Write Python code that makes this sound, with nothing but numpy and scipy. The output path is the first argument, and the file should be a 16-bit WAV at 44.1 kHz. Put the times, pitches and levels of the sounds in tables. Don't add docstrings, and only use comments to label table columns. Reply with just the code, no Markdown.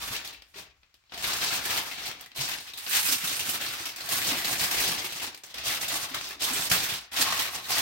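import sys
import numpy as np
from scipy import signal
from scipy.fft import rfft, irfft, next_fast_len
from scipy.io import wavfile
from scipy.ndimage import uniform_filter1d

SR = 44100
rng = np.random.default_rng(int(sys.argv[2]) if len(sys.argv) > 2 else 0)


def convert_level_to_amplitude(level_db):
    exponent = np.asarray(level_db, float) / 20
    return 10 ** exponent


def store_wav(level_fs):
    pcm = np.round(np.clip(np.atleast_2d(level_fs), -1, 1) * 32767)
    wavfile.write(sys.argv[1], SR, pcm.T.astype(np.int16))


N = 344421

# [start t/s, length t/s, force level/dB, change level/dB,
# sizzle of sharp creases re force level/dB]
FOLD_STROKES = [(0.0, .13, -37, -1, -5), (0.133, 0.029, -33, -1, -6), (0.258, 0.057, -41.5, -4, -17),
                (.47, 0.082, -68, 2, -4), (0.573, 0.012, -45, 3.5, -10), (1.138, 0.086, -50, 14, -11),
                (1.255, 0.12, -29, -2.5, -7), (1.427, .15, -29.5, -0.3, -7), (1.618, .16, -36.5, 8, -7),
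                (1.835, 0.12, -38, -4.5, -5), (1.967, .12, -41, 5.5, -9.5), (2.214, 0.026, -44, -5.5, -13),
                (2.388, 0.026, -34.5, 5, -4.5), (2.413, 0.13, -34.5, 0.5, -6.5), (2.63, 0.056, -49, 6, -7),
                (2.788, .06, -40.5, -4, -7), (2.861, 0.11, -42.5, 19, 0.5), (2.968, 0.082, -27, -6, 0.5),
                (3.049, 0.083, -34, 3.5, 4), (3.165, 0.25, -35, 0, -2), (3.471, 0.08, -35, 1.5, -1),
                (3.616, 0.28, -34.5, -5, -7.5), (3.986, 0.12, -41.5, 3, -6.5)]
PRESS_STROKES = [(4.122, 0.2, -29, -8, -0.5), (4.27, 0.046, -31, 2.1, -1.5), (4.37, 0.056, -34.5, 0, -3),
                 (4.445, 0.058, -30.5, -2, -3), (4.52, 0.053, -30.5, -5.5, -3), (4.613, 0.06, -30, -1, -1),
                 (4.729, 0.06, -29.5, 2.5, -2.5), (4.805, 0.047, -28.5, -1.5, -1),
                 (4.878, 0.34, -29, -17, -7), (5.162, 0.083, -39, 7, -6.5), (5.465, 0.059, -55.5, 8.5, -8),
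                 (5.572, 0.074, -41.5, 2.5, -15), (5.673, 0.081, -30.5, -1, -3), (5.77, .03, -43, 2, -9),
                 (5.82, 0.014, -33.5, 1.5, -5), (5.885, 0.079, -33.5, 2.5, -5.5), (5.95, 0.086, -34, 1, -6),
                 (6.157, 0.013, -33.5, -2, -14), (6.085, 0.054, -40.5, 0.5, -10), (6.2, 0.11, -42, 4, -7),
                 (6.434, 0.095, -30.5, 0, -6), (6.51, 0.14, -32, 0, -3.3), (6.731, 0.081, -24, -9, -3.5),
                 (6.83, .13, -31, -4, -5.5), (7.153, .07, -32, 8.5, -5.5), (7.23, 0.084, -27, 2, -11.5),
                 (7.3, 0.15, -32.5, 2.5, -5.5), (7.501, 0.052, -41.5, 9.5, -7),
                 (7.64, 0.059, -42.5, 2.5, -4), (7.715, 0.11, -27, -2, -6.5)]
# [t/s, level/dB]
PALM_WEIGHT = [(0.0, -1.5), (.4, 0), (1.1, -1.5), (1.5, -1), (1.9, 1), (2.5, -2), (2.7, -4.5),
               (3.101, -6.5), (3.4, -1), (3.85, -3), (4.3, 3), (4.6, 0), (4.85, 3.5), (5.1, 2.5), (5.4, -2),
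               (5.901, -1), (6.3, -3), (6.55, -1), (6.8, 0), (7.1, -6.5), (7.5, -0.5), (7.81, -1)]
# [t/s, level below FOLD_HZ/dB]
FOLD_BREADTH = [
    (0.0, -5),
    (1.2, 1),
    (2.5, 1),
    (3.0, -5.5),
    (4.2, -1),
    (5.0, 0.5),
    (6.0, 3.5),
    (6.6, 1.5),
    (7.3, 2),
    (7.81, 3.5),
]
# [t/s, left-right level/dB]
HAND_PLACE = [(0.0, 0), (.8, 2), (1.2, 0.3), (1.8, 0.7), (2.3, 0.7), (2.7, 0.5), (3.2, -0.5), (3.7, 0),
              (4.2, 0), (4.7, 0), (5.3, 0.5), (5.8, -0.5), (6.2, 0), (6.7, -1.5), (7.2, -0.5), (7.81, -.5)]
# [t/s, peak level/dB, patch f/Hz, sizzle level/dB]
LARGE_BUCKLES = [(0.127, -22, 2100, -10), (1.3638, -13, 3830, -10), (1.4363, -10.5, 4520, -17),
                 (1.652, -9.5, 1740, -15.5), (1.704, -8, 2400, -20), (1.912, -16, 2520, -26),
                 (2.056, -16, 3090, -9), (2.893, -9, 2750, 20), (2.9475, -7.5, 2580, -8),
                 (3.051, -11, 2470, -12), (3.0834, -10, 5460, -35), (3.121, -10, 6250, -24),
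                 (3.2414, -9.5, 2550, -11), (3.272, -9, 3950, -13), (3.3255, -14.5, 2870, -15),
                 (3.3923, -8, 2700, -15), (3.4898, -5, 2750, -9.5), (3.6107, -12, 3450, -17),
                 (3.6844, -18, 2070, -10), (3.8541, -11.5, 2830, -15), (4.3084, -12, 3830, -27),
                 (4.4483, -12, 2710, -15), (4.609, -8, 2220, -17), (5.0425, -11, 2840, -16),
                 (5.8106, -16, 3940, -7), (5.881, -10, 4090, -14), (6.8312, -9.5, 6350, -17),
                 (7.2126, -9, 1920, -6), (7.391, -6, 3970, -15), (7.7805, -4.5, 2880, -15.5)]
CREASE_BUCKLES = [(0.327, -26.5, 3000, -20), (0.594, -25, 2500, -18), (0.618, -37, 2500, -23),
                  (1.2655, -16, 3000, -4), (1.6363, -17, 2220, -15), (1.774, -7, 2000, -19.5),
                  (2.3721, -15.5, 2870, -11), (2.4844, -13, 1900, -17), (3.4622, -19, 3600, -6),
                  (3.538, -16, 3520, -19), (3.633, -17, 2500, -13), (3.7246, -16, 2440, -10),
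                  (3.8898, -18.5, 2540, -23), (4.254, -17, 2540, -18), (4.329, -10.5, 1000, -23),
                  (4.3786, -13, 3060, -15), (4.526, -7.5, 1800, -18), (4.64, -7, 2300, -13),
                  (4.7103, -11, 2950, -18), (4.807, -10, 2300, -19), (4.877, -7.5, 2680, -14),
                  (5.2448, -24.5, 1680, -15), (5.6452, -33, 2620, -18), (5.679, -16, 3000, -15),
                  (5.822, -14.5, 3500, -5), (5.958, -19, 4030, -19), (6.031, -30, 3500, -17),
                  (6.439, -6.5, 3800, -14), (6.532, -8, 8600, -11), (6.619, -13, 3500, -21),
                  (6.7175, -5, 2000, -9), (6.75, -14, 4500, -15), (2.6, -22, 4020, -19),
                  (2.785, -21, 3800, -6), (3.09, -10, 4500, -13), (7.42, -11, 3500, -9)]
LANDING_CRACKS = [(0.247, -20.5, 2560, -15), (0.542, -34, 2570, -32), (1.095, -40.5, 3170, -38),
                  (1.1203, -25, 1270, -39), (1.136, -24, 1200, -30), (1.1752, -18.5, 1960, -20),
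                  (1.241, -10.5, 2200, -42), (2.36, -21, 2570, -8), (2.735, -21.5, 3740, -20),
                  (2.774, -20, 3810, 1), (2.8637, -17, 4800, -33), (3.9603, -19, 4810, -15),
                  (4.0056, -18, 4400, -21), (4.0572, -21, 4850, -9), (4.0886, -11, 4500, -13),
                  (4.116, -20, 4690, -19), (5.122, -16.5, 3280, -16), (5.435, -23, 6160, -21),
                  (5.5414, -18.5, 3420, -21), (5.5818, -19, 1980, -21), (5.6617, -31, 4130, -18),
                  (6.1436, -11.5, 1100, -21), (6.406, -19, 3570, -19), (6.421, -11.5, 4170, -8),
                  (6.699, -10, 4700, -13), (6.714, -1.5, 1350, -20.5), (7.1183, -24.5, 2000, -24),
                  (7.139, -27.5, 4010, -30.5), (7.1635, -16, 4700, -26), (7.697, -19, 2890, -8),
                  (7.7046, -9, 1100, -15)]
SETTLING_TICKS = [(0.2744, -16, 3810, -14), (0.4205, -27, 2940, -27), (0.467, -44.5, 1740, -27),
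                  (1.1435, -17, 3520, -27), (0.8316, -38, 2420, -42), (0.9415, -34.5, 3200, -21),
                  (1.0379, -47, 2210, -29), (2.113, -15, 2500, -22), (2.1953, -31, 2580, -27),
                  (2.21, -20.5, 2940, -2), (2.26, -24, 1940, -20), (2.316, -27.5, 2550, -33),
                  (2.585, -19, 4000, -24), (5.346, -20, 4620, -18), (5.375, -26, 4150, -15),
                  (5.4636, -28, 4060, -5), (5.5114, -41, 4320, -33), (6.2103, -14.5, 1130, -28),
                  (6.2426, -20, 3390, -19), (6.288, -20, 3750, -8), (6.9377, -9, 2880, -15),
                  (7.5246, -21, 3570, 5), (7.644, -24, 1600, -36)]
# [t/s, peak level/dB, f/Hz]
PALM_BUMPS = [(0.102, -33, 109), (0.556, -43, 392), (1.165, -36, 663), (2.386, -33, 127), (2.401, -36, 146),
              (3.118, -30, 265), (3.234, -34.5, 210), (3.48, -36, 208), (4.084, -38, 670),
              (4.253, -36, 328), (4.317, -25.5, 276), (4.515, -35.5, 113), (4.61, -30, 126),
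              (4.872, -34, 181), (5.039, -35, 371), (5.657, -38, 652), (5.873, -41, 690), (5.929, -34, 267),
              (6.506, -28.5, 272), (6.59, -32.5, 168), (6.11, -35.5, 266), (6.169, -44, 130),
              (5.15, -46, 160), (3.04, -39, 179), (3.3, -37.5, 293), (3.8, -38, 310), (7.3, -38, 190),
              (7.56, -43, 171), (2.081, -45, 150), (6.36, -45, 283), (6.708, -27.5, 178), (6.76, -37, 120),
              (6.921, -34, 131), (7.195, -29, 251), (7.383, -39, 311), (7.705, -38, 139)]
# [t/s, level/dB]
COUNTER_LEANS = [(0.0, -53), (.36, -60), (.61, -63), (1.24, -52.5), (1.55, -58), (2.06, -61), (2.46, -60),
                 (2.98, -60), (3.65, -64), (4.26, -68), (4.55, -59), (4.8, -55), (5.61, -58), (6.25, -62),
                 (6.75, -55), (7.2, -55.5), (7.75, -66)]
# [f/Hz, level per Hz/dB]
FOIL_SPECTRUM = [(56, -61), (95, -5), (234, -10), (271, -4.5), (426, -6.5), (712, -3), (863, -6), (961, -5),
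                 (3950, -0.5), (7840, -3.5), (8730, -1.5), (10400, -9), (11800, -3.5), (14900, -9),
                 (15900, -5)]
# [f/Hz, width/octaves, level/dB]
BOARD_ECHO = [(560, 0.31, -2.5), (735, 0.093, 3), (1378, 0.12, -1), (2650, 0.075, 1), (3200, 0.09, 0)]
# [f/Hz, left-right level/dB]
PORT_BALANCE = [(60, 13.5), (270, 0.5), (500, 1), (1200, 2), (2500, 4.5), (4500, 0.5), (6500, 1),
                (8500, -5), (12000, -9), (15500, -12.5)]
# [f/Hz, likeness/1]
PORT_LIKENESS = [(60, .92), (110, .995), (190, .985), (300, .8), (520, .64), (1000, .28), (2000, .1),
                 (4000, 0)]
# [f/Hz, t60/s]
KITCHEN_T60 = [(100, 0.17), (500, 0.38), (2000, 0.62), (6000, 0.17), (15000, 0.24)]
# [f/Hz, level per Hz/dB]
AIR_SPECTRUM = [(18, -32), (30, 10), (81, 14), (737, -30), (1100, 1), (3560, -6), (7500, -6.5), (9500, -35),
                (12000, -23), (15900, -15)]

AIR_DB = -73
PALM_HZ, SIZZLE_HZ, FOLD_HZ = 750, 6200, 1500
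GRIP_S, LET_GO_DB_PER_S, SIZZLE_LET_GO_DB_PER_S = 0.043, 184, 302
PALM_DB, PALM_FOLLOWS, PALM_LET_GO_DB_PER_S = -50.5, 0.85, 157
REST_DB = -72
LEAN_S, SETTLE_DB_PER_S = 0.13, 53
TOP_HZ = 15830


def at_hz(points, hz):
    points_hz, values = np.transpose(points)
    return np.interp(np.log(hz + 1), np.log(points_hz), values)


def at_time(points):
    return np.interp(np.arange(N) / SR, *np.transpose(points))


def rms_one(x):
    return x / np.sqrt(np.mean(x ** 2) + 1e-20)


def drift(rate_hz):
    pole = np.exp(-80 * np.pi * rate_hz / SR)
    noise = rng.standard_normal(N // 40 + 2002)
    slow = signal.lfilter([1], [1, -2 * pole, pole * pole], noise)[2000:]
    return np.interp(np.arange(N) / 40, np.arange(len(slow)), rms_one(slow))


def port_noise(spectrum, count, size):
    hz = np.fft.rfftfreq(size, 1 / SR)
    mid, side = rfft(rng.standard_normal((count, 2, size))).transpose(1, 0, 2)[:, :, None]
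    alike = np.clip(at_hz(PORT_LIKENESS, hz), 0, 1)
    sign = np.array([[1], [-1]])
    colour = convert_level_to_amplitude(at_hz(spectrum, hz) + sign * at_hz(PORT_BALANCE, hz) / 2)
    return hz, colour * (np.sqrt(1 + alike) * mid + np.sqrt(1 - alike) * side * sign)


def flat_noise(size):
    hz, noise = port_noise([(20, 0), (20000, 0)], 1, size)
    return hz, noise[0]


def split(hz):
    palm = 1 / (1 + (hz / PALM_HZ) ** 6)
    sizzle = 1 - 1 / (1 + (hz / SIZZLE_HZ) ** 7)
    return palm, 1 - palm - sizzle, sizzle


def bell(hz, centre_hz, octaves):
    return np.exp(-.5 * (np.log2((hz + 1) / centre_hz) / octaves) ** 2)


def hump(hz, centre_hz, octaves, lift_db):
    return convert_level_to_amplitude(lift_db * bell(hz, centre_hz, octaves))


def board(hz):
    return np.prod([hump(hz, centre_hz, octaves, lift_db) for centre_hz, octaves, lift_db in BOARD_ECHO], axis=0)


def shudder(size, rise_s, crack_t60, ring_t60, ring_db):
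    t = np.arange(size) / SR
    crack = convert_level_to_amplitude(-60 * t / crack_t60)
    ring = convert_level_to_amplitude(ring_db - 60 * t / ring_t60)
    return (1 - np.exp(-t / rise_s)) * (crack + ring)


def ringing(hz, modes, size, rise_s, crack_t60, ring_t60, ring_db, sizzle_share):
    sizzle = split(hz)[2]
    broad = irfft(modes * (1 - sizzle), size) * shudder(size, rise_s, crack_t60, ring_t60, ring_db)
    sharp = irfft(modes * sizzle, size) * shudder(size, rise_s, crack_t60, ring_t60 * sizzle_share, ring_db)
    return broad + sharp


def place(s, waves):
    size = waves.shape[-1]
    out = np.zeros((2, N + size))
    for start, wave in zip((s.ravel() * SR).astype(int), waves):
        out[:, start:start + size] += wave
    return out[:, :N]


def swell(start_s, length_s, top_db, change_db, rise_s, fall_db_per_s):
    t = np.arange(0, N + 32, 32) / SR - start_s[:, None]
    length_s = np.maximum(length_s, .004)[:, None]
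    build_db = 20 * np.log10(np.clip(1 + t / rise_s, 1e-6, 1))
    held_db = top_db[:, None] + change_db[:, None] * np.clip(t / length_s, 0, 1)
    db = held_db + build_db - fall_db_per_s * np.maximum(t - length_s, 0)
    return np.repeat(db.max(axis=0), 32)[:N]


def hands():
    start_s, length_s, force_db, change_db, sharp_db = np.transpose(FOLD_STROKES + PRESS_STROKES)
    level_db = swell(start_s, length_s, force_db, change_db, GRIP_S, LET_GO_DB_PER_S)
    sizzle_db = swell(start_s, length_s, force_db + sharp_db, change_db, GRIP_S, SIZZLE_LET_GO_DB_PER_S)
    thud_db = swell(start_s, length_s, force_db, change_db, GRIP_S, PALM_LET_GO_DB_PER_S)
    swing_db = thud_db - np.mean(force_db)
    palm_db = PALM_DB + PALM_FOLLOWS * swing_db + at_time(PALM_WEIGHT)
    return np.maximum(level_db, REST_DB), np.maximum(sizzle_db, REST_DB - 13.0), np.maximum(palm_db, REST_DB - 15.0)


def patches(count, size):
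    hz, modes = port_noise(FOIL_SPECTRUM, count, size)
    pitch_hz = np.geomspace(900, 12000, count)[:, None, None]
    modes = modes * board(hz) * hump(hz, pitch_hz, octaves=.16, lift_db=8.5)
    return ringing(hz, modes, size, rise_s=0.00037, crack_t60=0.0051, ring_t60=0.11, ring_db=1.5, sizzle_share=1.0)


def rattle(snaps, dealt, count, size, spells=10):
    step = -(-N // spells)
    long = next_fast_len(step + size)
    out = np.zeros((2, N + long))
    for start in range(0, N, step):
        spell = slice(start, start + step)
        hits = snaps[spell] * (dealt[spell] == np.arange(count)[:, None])
        shaken = rfft(hits, long)[:, None] * rfft(patches(count, size), long)
        out[:, start:start + long] += irfft(np.sum(shaken, axis=0), long)
    return out[:, :N]


def crinkle(per_s=1100.0, spread_db=3.0, clump_db=3.0, roam=.3, reach=.35, steady_s=0.09, count=22, size=4096):
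    level_db, sizzle_db, palm_db = hands()
    born = rng.random(N) < per_s * convert_level_to_amplitude(clump_db * drift(25.0)) / SR
    height = convert_level_to_amplitude(spread_db * np.minimum(rng.exponential(1, N), 4))
    snaps = born * height * rng.choice([-1, 1], N)
    span = int(steady_s * SR)
    power = uniform_filter1d(uniform_filter1d(snaps ** 2, span), span)
    snaps = snaps / np.sqrt(power + 0.0012)
    dealt = (count * (roam * drift(8.0) + reach * rng.random(N))).astype(int) % count
    long = next_fast_len(N)
    sheet = rfft(rattle(snaps, dealt, count, size), long)
    shares = split(np.fft.rfftfreq(long, 1 / SR))
    palm, body, sizzle = [rms_one(irfft(sheet * share, long)[:, :N]) for share in shares]
    folds = signal.lfilter(*signal.butter(2, FOLD_HZ, fs=SR), body)
    body = body + (convert_level_to_amplitude(at_time(FOLD_BREADTH)) - 1) * folds
    return convert_level_to_amplitude(level_db + 0.44) * body + convert_level_to_amplitude(sizzle_db + 3.0) * sizzle + convert_level_to_amplitude(palm_db + 1.13 * drift(2.9)) * palm


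def shake(centre_hz=62.6, octaves=0.28):
    size = next_fast_len(N)
    hz, noise = flat_noise(size)
    s, top_db = np.transpose(COUNTER_LEANS)
    level_db = swell(s, 0 * s, top_db, 0 * s, LEAN_S, SETTLE_DB_PER_S)
    return convert_level_to_amplitude(level_db) * rms_one(irfft(noise * bell(hz, centre_hz, octaves), size)[:, :N])


def hush():
    size = next_fast_len(N)
    noise = port_noise(AIR_SPECTRUM, 1, size)[1][0]
    return convert_level_to_amplitude(AIR_DB) * rms_one(irfft(noise, size)[:, :N])


def bumps(t60=0.13, soft_s=0.0036, size=6000):
    s, peak_db, pitch_hz = np.transpose(PALM_BUMPS)[:, :, None]
    t = np.arange(size) / SR
    wobble_rad = np.cumsum(rng.standard_normal((len(s), size)), axis=1) * 0.057
    decay = convert_level_to_amplitude(peak_db - 3.0 - 60 * t / t60) * (1 - np.exp(-t / soft_s))
    waves = decay * np.sin(2 * np.pi * pitch_hz * t + wobble_rad)
    return place(s, waves[:, None])


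def buckles(size=4096):
    moving = LARGE_BUCKLES + CREASE_BUCKLES
    events = moving + LANDING_CRACKS + SETTLING_TICKS
    s, peak_db, pitch_hz, sizzle_db = np.transpose(events)[:, :, None, None]
    hz, modes = port_noise(FOIL_SPECTRUM, len(s), size)
    neighbour_hz = pitch_hz * 2 ** rng.uniform(-1.2, 1.2, s.shape)
    modes = modes * hump(hz, neighbour_hz, octaves=0.11, lift_db=6.5)
    modes = modes * board(hz) * hump(hz, pitch_hz, octaves=0.21, lift_db=6.0)
    modes = modes * convert_level_to_amplitude((sizzle_db + 16.0) * split(hz)[2])
    kinds = [len(moving), len(LANDING_CRACKS), len(SETTLING_TICKS)]
    ring_db = np.repeat([-3.0, -3.0, -11.0], kinds)[:, None, None]
    rise_s = np.repeat([.0025, .0012, .0004], kinds)[:, None, None]
    modes = modes / irfft(modes, size).std(axis=(1, 2), keepdims=True)
    waves = ringing(hz, modes, size, rise_s, crack_t60=0.014, ring_t60=0.2, ring_db=ring_db, sizzle_share=0.91)
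    return place(s, waves * convert_level_to_amplitude(peak_db - 13.5))


def kitchen(x, wet_db=-13.0, size=20000):
    hz, noise = flat_noise(size)
    t = np.arange(size) / SR
    tail = 0
    for centre_hz in 62.5 * 2 ** np.arange(9):
        share = np.clip(1 - abs(np.log2((hz + 1) / centre_hz)), 0, 1)
        tail = tail + irfft(noise * share, size) * convert_level_to_amplitude(-60 * t / at_hz(KITCHEN_T60, centre_hz))
    tail = tail * np.clip(t / 0.018, 0, 1)
    tail = convert_level_to_amplitude(wet_db) * tail / np.sqrt(np.sum(tail ** 2) / 2)
    return signal.fftconvolve(x.mean(axis=0, keepdims=True), tail, axes=1)[:, :N]


def scene():
    pan = convert_level_to_amplitude(at_time(HAND_PLACE) * np.array([[.5], [-.5]]))
    near = (crinkle() + buckles()) * pan + bumps()
    return near + kitchen(near) + shake() + hush()


def band_limit(x):
    return signal.sosfilt(signal.butter(12, 16850, fs=SR, output="sos"), x)


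def record(dry, spacing_hz=98.0):
    mid, side = (dry[0] + dry[1]) / 2, (dry[0] - dry[1]) / 2
    side = signal.lfilter(*signal.butter(1, spacing_hz, "high", fs=SR), side)
    top_cut = signal.ellip(10, .3, 75, TOP_HZ, fs=SR, output="sos")
    mix = signal.sosfilt(top_cut, [mid + side, mid - side])
    return band_limit(mix)


dry = scene()
out = record(dry)
store_wav(out)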